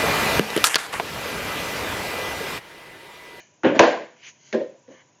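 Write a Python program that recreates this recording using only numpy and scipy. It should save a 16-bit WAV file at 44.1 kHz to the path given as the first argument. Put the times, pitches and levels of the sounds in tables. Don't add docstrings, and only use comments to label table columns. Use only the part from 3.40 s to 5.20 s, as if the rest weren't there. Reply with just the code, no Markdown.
import sys
import numpy as np
from scipy import signal
from scipy.fft import rfft, irfft
from scipy.io import wavfile
from scipy.ndimage import uniform_filter1d

SR = 44100
rng = np.random.default_rng(int(sys.argv[2]) if len(sys.argv) > 2 else 0)


def volts_from_decibels(level):
    exponent = np.asarray(level, float) / 20
    return 10 ** exponent


def dump(signal):
    limited = np.clip(np.atleast_2d(signal).T, -1, 1)
    pcm = np.round(limited * 32767).astype(np.int16)
    wavfile.write(sys.argv[1], SR, pcm)


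N = 79380

# frequency_hz, level_db
HUM_SPECTRUM = [(50, -31.5), (90, 2.5), (600, -8), (1000, -11), (1600, -14.5), (2900, -15), (4500, -22.5),
                (6500, -10)]
# pitch_hz, width_hz, level_db
APPLIANCE_TONES = [(137, 17, -74), (610, 41, -77.5), (967, 40, -75)]
# frequency_hz, t60_s
KITCHEN_T60 = [(120, 0.47), (320, 0.37), (840, 0.39), (2210, 0.46), (5820, 0.42)]

# time_s, pressure_db, fine_dry_hiss_share (0-1)
RUBS = [
    [(0, -45.5, 0.13), (.03, -57.5, 0.25), (.1, -66, 0.56), (.22, -82, .7)],
    [(.76, -67.5, 0.17), (.815, -57, 0), (.83, -49.5, 0), (.865, -44.5, 0.27), (.894, -44.5, 0.48),
     (.91, -52.5, 0.53), (.93, -61, 0.72), (.98, -66, 0.34)],
    [(.98, -67, 0.92), (1.01, -61, 0.54), (1.075, -54.5, 0.56), (1.125, -57, 0.25), (1.16, -77, 0.98)],
    [(1.47, -73.5, 0.06), (1.52, -57.5, 0.22), (1.6, -57, 0.07), (1.625, -58, 0), (1.64, -76, 0.27),
     (1.72, -78, 0.14)],
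]
# pitch_hz, width_hz, level_db
RUBBED_WALLS = [
    [(660, 110, 5), (1770, 190, 6), (2414, 600, 4.5), (2900, 300, 5), (4020, 1300, -6.5)],
    [(950, 150, -27.5), (1966, 250, -2), (2373, 440, -1), (2470, 1000, 6.5), (2950, 700, 5.5),
     (3830, 2700, -2)],
    [(1001, 120, -14), (2150, 410, 1.5), (1600, 230, -3), (3125, 640, 1), (4364, 1600, -4)],
    [(1140, 350, -2), (1800, 250, -5.5), (2040, 800, -1), (2930, 610, -4.5), (3757, 740, -16.5)],
]
# pitch_hz, width_hz, level_db
FLOUR_DUST = [(6100, 480, -18.5), (6130, 440, -13.5), (6480, 820, -6.5)]

# start_s, level_db, stretch (decay time
# as a multiple of the kitchen's), rise_s
BOUNCES = [
    (0.344, -17, 0.48, 0.023),
    (.425, -13.5, 0.85, 0.0013),
    (.6, -24, 0.31, 0.017),
    (1.138, -20.5, 0.15, 0.0058),
    (1.215, -29.5, 0.15, 0.0014),
    (1.33, -48.5, 0.39, .01),
]
BOUNCE_COLOUR = [1, 1, 2, 1, 2, 2]
# start_s, pitch_hz, level_db, t60_s
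RIM_TAPS = [(0.2453, 490, -20.5, 0.059), (.248, 1840, -21, .02), (0.252, 1600, -15, 0.033),
            (.281, 570, -13, 0.015), (.288, 2520, -23, 0.018), (.292, 583, -14, 0.022),
            (0.297, 1490, -23, 0.022), (0.305, 303, -18.5, .08), (0.321, 549, -14.5, .06),
            (.329, 323, -21.5, .1), (.345, 538, -23, .1), (.365, 276, -21, .1), (.375, 540, -24, .08),
            (.36, 1763, -27.5, 0.026), (.3955, 950, -12.5, 0.063), (.404, 750, -11.5, .04),
            (.414, 880, -27, 0.031), (0.424, 2600, -10, 0.032), (.441, 702, -6.5, 0.076),
            (.48, 604, -5.5, 0.049), (.541, 760, -14, 0.023), (.572, 1016, -26.5, 0.063),
            (1.1272, 485, -31.5, 0.041), (1.1345, 595, -21, 0.049), (1.137, 1640, -22, 0.025),
            (1.147, 780, -31.5, 0.037), (1.156, 1600, -25, .015), (1.17, 1770, -37, 0.015),
            (1.204, 1900, -37, 0.033), (1.214, 555, -21.5, 0.057), (1.226, 510, -29, 0.028),
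            (1.256, 520, -37, 0.0354), (1.36, 656, -53, .05), (1.48, 534, -47.5, .05),
            (1.5, 290, -46, 0.056), (1.514, 542, -38.5, 0.039)]

# start_s, ring_db, crack_db, tail_db, ring_rise_s
KNOCKS = [
    (0.2334, -14, -21, -13.5, 0.025),
    (0.392, -8, -6.5, -6, 0.004),
    (1.127, -17, -25, -21.5, 0.035),
    (1.478, -45.5, -54, -45.5, 0.014),
]
# pitch_hz, level_db, t60_s
KNOCK_MODES = [
    [(133, -19, 0.41), (256.6, -7, 0.24), (337.8, 7.5, 0.18), (408.7, -1.5, 0.13), (530, 5.5, 0.2),
     (577, -9.5, 0.38), (682.5, -8.5, 0.11), (900, -7.5, 0.048), (902, -10.5, 0.19), (1047, -16, 0.19),
     (1193, -7, 0.045), (1446, -10, 0.24), (1632, -9, 0.23), (1917, -16.5, .2)],
    [(221.6, -8.5, 0.22), (335, -2, 0.33), (468.7, -1.5, 0.21), (500.6, -2.5, 0.9), (579.4, -3, 0.24),
     (616, -3.5, 0.33), (674, -9, 0.4), (768.6, -5.5, 0.29), (796.4, -10.5, 0.35), (914.2, -9.5, 0.2),
     (982.7, 1, 0.13), (1031, -4.5, 0.22), (1524, -11.5, 0.1), (1599, -11.5, 0.39)],
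    [(226, 6.5, 0.14), (309, -11, 0.29), (340.6, -4, .3), (383, -1, 0.27), (427, -3.5, 0.19),
     (502, -1.5, 0.32), (537, -3.5, 0.37), (613, -2.5, 0.3), (709, -8, 0.092), (836, -16, 0.13),
     (1032, -23, 0.33), (1655, -16.5, 0.17), (1835, -20, 0.3)],
    [(288, -3, 0.13), (477, -12.5, 0.12), (512, 2.5, 0.27), (523, -2.5, 0.47)],
]
# frequency_hz, level_db
ROOM_COLOURS = [
    [(90, -33), (130, -19), (340, -5.5), (600, -15.5), (900, -22.5), (3000, -29.5), (4500, -48.5),
     (7200, -54.5)],
    [(53, -78), (90, -34.5), (296, -7.5), (628, -2.5), (1000, -11), (1280, -18), (1570, -14), (6690, -36.5),
     (7200, -32.5), (9360, -70.5), (15800, -120)],
    [(90, -28.5), (260, -7.5), (560, 1), (800, -17), (1050, -26), (1400, -25.5), (1900, -26.5),
     (7200, -43.5)],
    [(120, -12), (280, 0), (523, -2.5), (860, -15.5), (1400, -23), (2000, -32), (3100, -30), (7200, -38.5)],
]
# frequency_hz, level_db
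CRACK_SPECTRA = [
    [(100, -37), (300, -4), (1200, 4.5), (3000, -13), (4500, -29), (6500, -15), (7400, -43)],
    [(110, -35), (300, -6.5), (800, 2.5), (2200, -1.5), (3500, -2.5), (5000, -13), (6500, -5.5),
     (7400, -28)],
    [(100, -43), (400, -14), (1200, -5.5), (2100, 5.5), (3200, -3.5), (4200, -10.5), (6500, -7.5),
     (7400, -24)],
    [(120, -38), (300, 8), (550, 0), (2000, -7), (7400, -26)],
]
CRACK_T60 = [0.022, 0.04, 0.037, 0.03]
# pitch_hz, level_db, t60_s
RIM_TICKS = [(1300, -49.5, .015), (2400, -4, 0.012), (2160, -21.5, 0.0081), (1900, -52, .015)]


def evened(x):
    return x / np.sqrt(np.mean(x ** 2) + 1e-20)


def read(points, hz):
    frequency, value = np.transpose(points)
    return np.interp(np.log(hz + 1), np.log(frequency + 1), value)


def add(mix, start_s, sound):
    part = mix[round(start_s * SR):][:len(sound)]
    part += sound[:len(part)]


def noise(points, size):
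    gain = volts_from_decibels(read(points, np.fft.rfftfreq(size, 1 / SR)))
    return evened(irfft(rfft(rng.standard_normal(size)) * gain, size))


def resonate(x, hz, width_hz):
    r = np.exp(-np.pi * width_hz / SR)
    pole = r * np.exp(2j * np.pi * hz / SR)
    once = signal.lfilter([1 - r], [1, -pole], x)
    return 2 * signal.lfilter([1 - r], [1, -pole], once).real


def decaying_sine(hz, level_db, t60, t, phase=0):
    return volts_from_decibels(level_db - 60 * t / t60) * np.sin(2 * np.pi * (hz * t + phase))


def reverberant(x, stretch=1, rise_s=0.0043):
    hz, t, bands = signal.stft(x, SR, nperseg=256)
    decay = volts_from_decibels(-60 * t / stretch / read(KITCHEN_T60, hz)[:, None])
    tail = signal.istft(bands * decay, SR, nperseg=256)[1][:len(x)]
    return tail * (1 - np.exp(-np.arange(len(x)) / SR / rise_s))


def hum():
    hiss = volts_from_decibels(-57) * noise(HUM_SPECTRUM, N)
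    tones = sum(volts_from_decibels(db) * evened(resonate(rng.standard_normal(N), hz, width))
                for hz, width, db in APPLIANCE_TONES)
    return hiss + tones


def ringing(grains, body):
    return evened(sum(volts_from_decibels(db) * resonate(grains, hz, width) for hz, width, db in body))


def rubs():
    t = np.arange(N) / SR
    grains_per_s, spread_db, wet_db = 14000, -0.4, -18.5
    grains = rng.standard_normal((2, N))
    grains = grains * (rng.random((2, N)) < grains_per_s / SR)
    grains = grains * volts_from_decibels(spread_db * rng.exponential(1, (2, N)))
    dust = ringing(grains[1], FLOUR_DUST)
    rubbing = np.zeros(N)
    for stroke, wall in zip(RUBS, RUBBED_WALLS):
        time_s, pressure_db, share = np.transpose(stroke)
        fine = np.clip(np.interp(t, time_s, share), 0, 1)
        pressure = volts_from_decibels(np.interp(t, time_s, pressure_db, -120, -120))
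        rubbing += pressure * (np.sqrt(1 - fine) * ringing(grains[0], wall) + np.sqrt(fine) * dust)
    room = reverberant(rng.standard_normal(SR))
    return rubbing + volts_from_decibels(wet_db) * signal.fftconvolve(rubbing, room / np.linalg.norm(room))[:N]


def bounce(level_db, stretch, rise_s, colour):
    return volts_from_decibels(level_db) * reverberant(noise(colour, SR), stretch, rise_s)


def rim_tap(hz, level_db, t60):
    t = np.arange(SR // 5) / SR
    return (1 - np.exp(-t / 0.0012)) * decaying_sine(hz, level_db, t60, t)


def knock(ring_db, crack_db, tail_db, rise_s, modes, colour, contact, contact_t60, tick):
    t = np.arange(SR) / SR
    longest_t60, phase_scatter, contact_s = 0.42, 0.38, 0.0012
    ring = sum(decaying_sine(hz, db, min(t60, longest_t60), t, phase_scatter * rng.random())
               for hz, db, t60 in modes)
    swell = np.sin(np.pi / 2 * np.minimum(t / rise_s, 1)) ** 2
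    crack = volts_from_decibels(crack_db - 60 * t / contact_t60) * noise(contact, SR)
    crack += decaying_sine(*tick, t)
    tail = np.sqrt(swell) * reverberant(noise(colour, SR))
    return volts_from_decibels(ring_db) * swell * ring + np.minimum(t / contact_s, 1) * crack + volts_from_decibels(tail_db) * tail


def scene():
    mix = rubs() + hum()
    bodies = zip(KNOCKS, KNOCK_MODES, ROOM_COLOURS, CRACK_SPECTRA, CRACK_T60, RIM_TICKS)
    for (start_s, *blow), *body in bodies:
        add(mix, start_s, knock(*blow, *body))
    for (start_s, *motion), k in zip(BOUNCES, BOUNCE_COLOUR):
        add(mix, start_s, bounce(*motion, ROOM_COLOURS[k]))
    for start_s, *ping in RIM_TAPS:
        add(mix, start_s, rim_tap(*ping))
    return mix[None]


def bass_cut(x, hz):
    return signal.sosfilt(signal.butter(2, hz, "high", fs=SR, output="sos"), x)


def limiter(x):
    threshold_db, share, lag_s, recover_db_per_s = -12, 0.37, 0.007, 43
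    keep = np.exp(-1 / (lag_s * SR))
    power_db = 10 * np.log10(signal.lfilter([1 - keep], [1, -keep], x ** 2) + 1e-12)
    fall = np.arange(N) * recover_db_per_s / SR
    held_db = np.maximum.accumulate(power_db + fall, axis=1) - fall
    return x / volts_from_decibels(share * np.maximum(held_db - threshold_db, 0))


def squashed(x):
    ceiling, full_power, lag_s, hold_s = 0.86, 0.1, 0.009, 0.006
    lag = round(lag_s * SR)
    earlier = np.pad(x ** 2, ((0, 0), (lag, 0)))[:, :N]
    on = np.clip(uniform_filter1d(earlier, round(hold_s * SR)) / full_power, 0, 1)
    return (1 - on) * x + on * x / (1 + (x / ceiling) ** 4) ** 0.25


def ragged(x):
    mean_hz, flicker_hz, slope_hz = 7077, 170, 130
    hz, t, bands = signal.stft(x, SR, nperseg=512)
    edge_hz = mean_hz + flicker_hz * np.repeat(rng.standard_normal(len(t)), 2)[:len(t)]
    loss_db = 20 * np.clip((hz[:, None] - edge_hz) / slope_hz, 0, 4)
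    return signal.istft(bands * volts_from_decibels(-loss_db), SR, nperseg=512)[1][:, :N]


def low_pass(x):
    return signal.sosfilt(signal.butter(12, 16000, fs=SR, output="sos"), x)


def record(dry):
    x = bass_cut(dry, 96)
    x = x - 0.36 * resonate(x, 1301, 380)
    band_limit = signal.firwin(241, 7700, window=("kaiser", 9), fs=SR)
    x = signal.oaconvolve(x, band_limit[None], "same")
    x = squashed(volts_from_decibels(1.59) * limiter(x))
    x = ragged(bass_cut(x, 107))
    return low_pass(np.clip(x, -0.995, 0.995))


dry = scene()
out = record(dry)
dump(out)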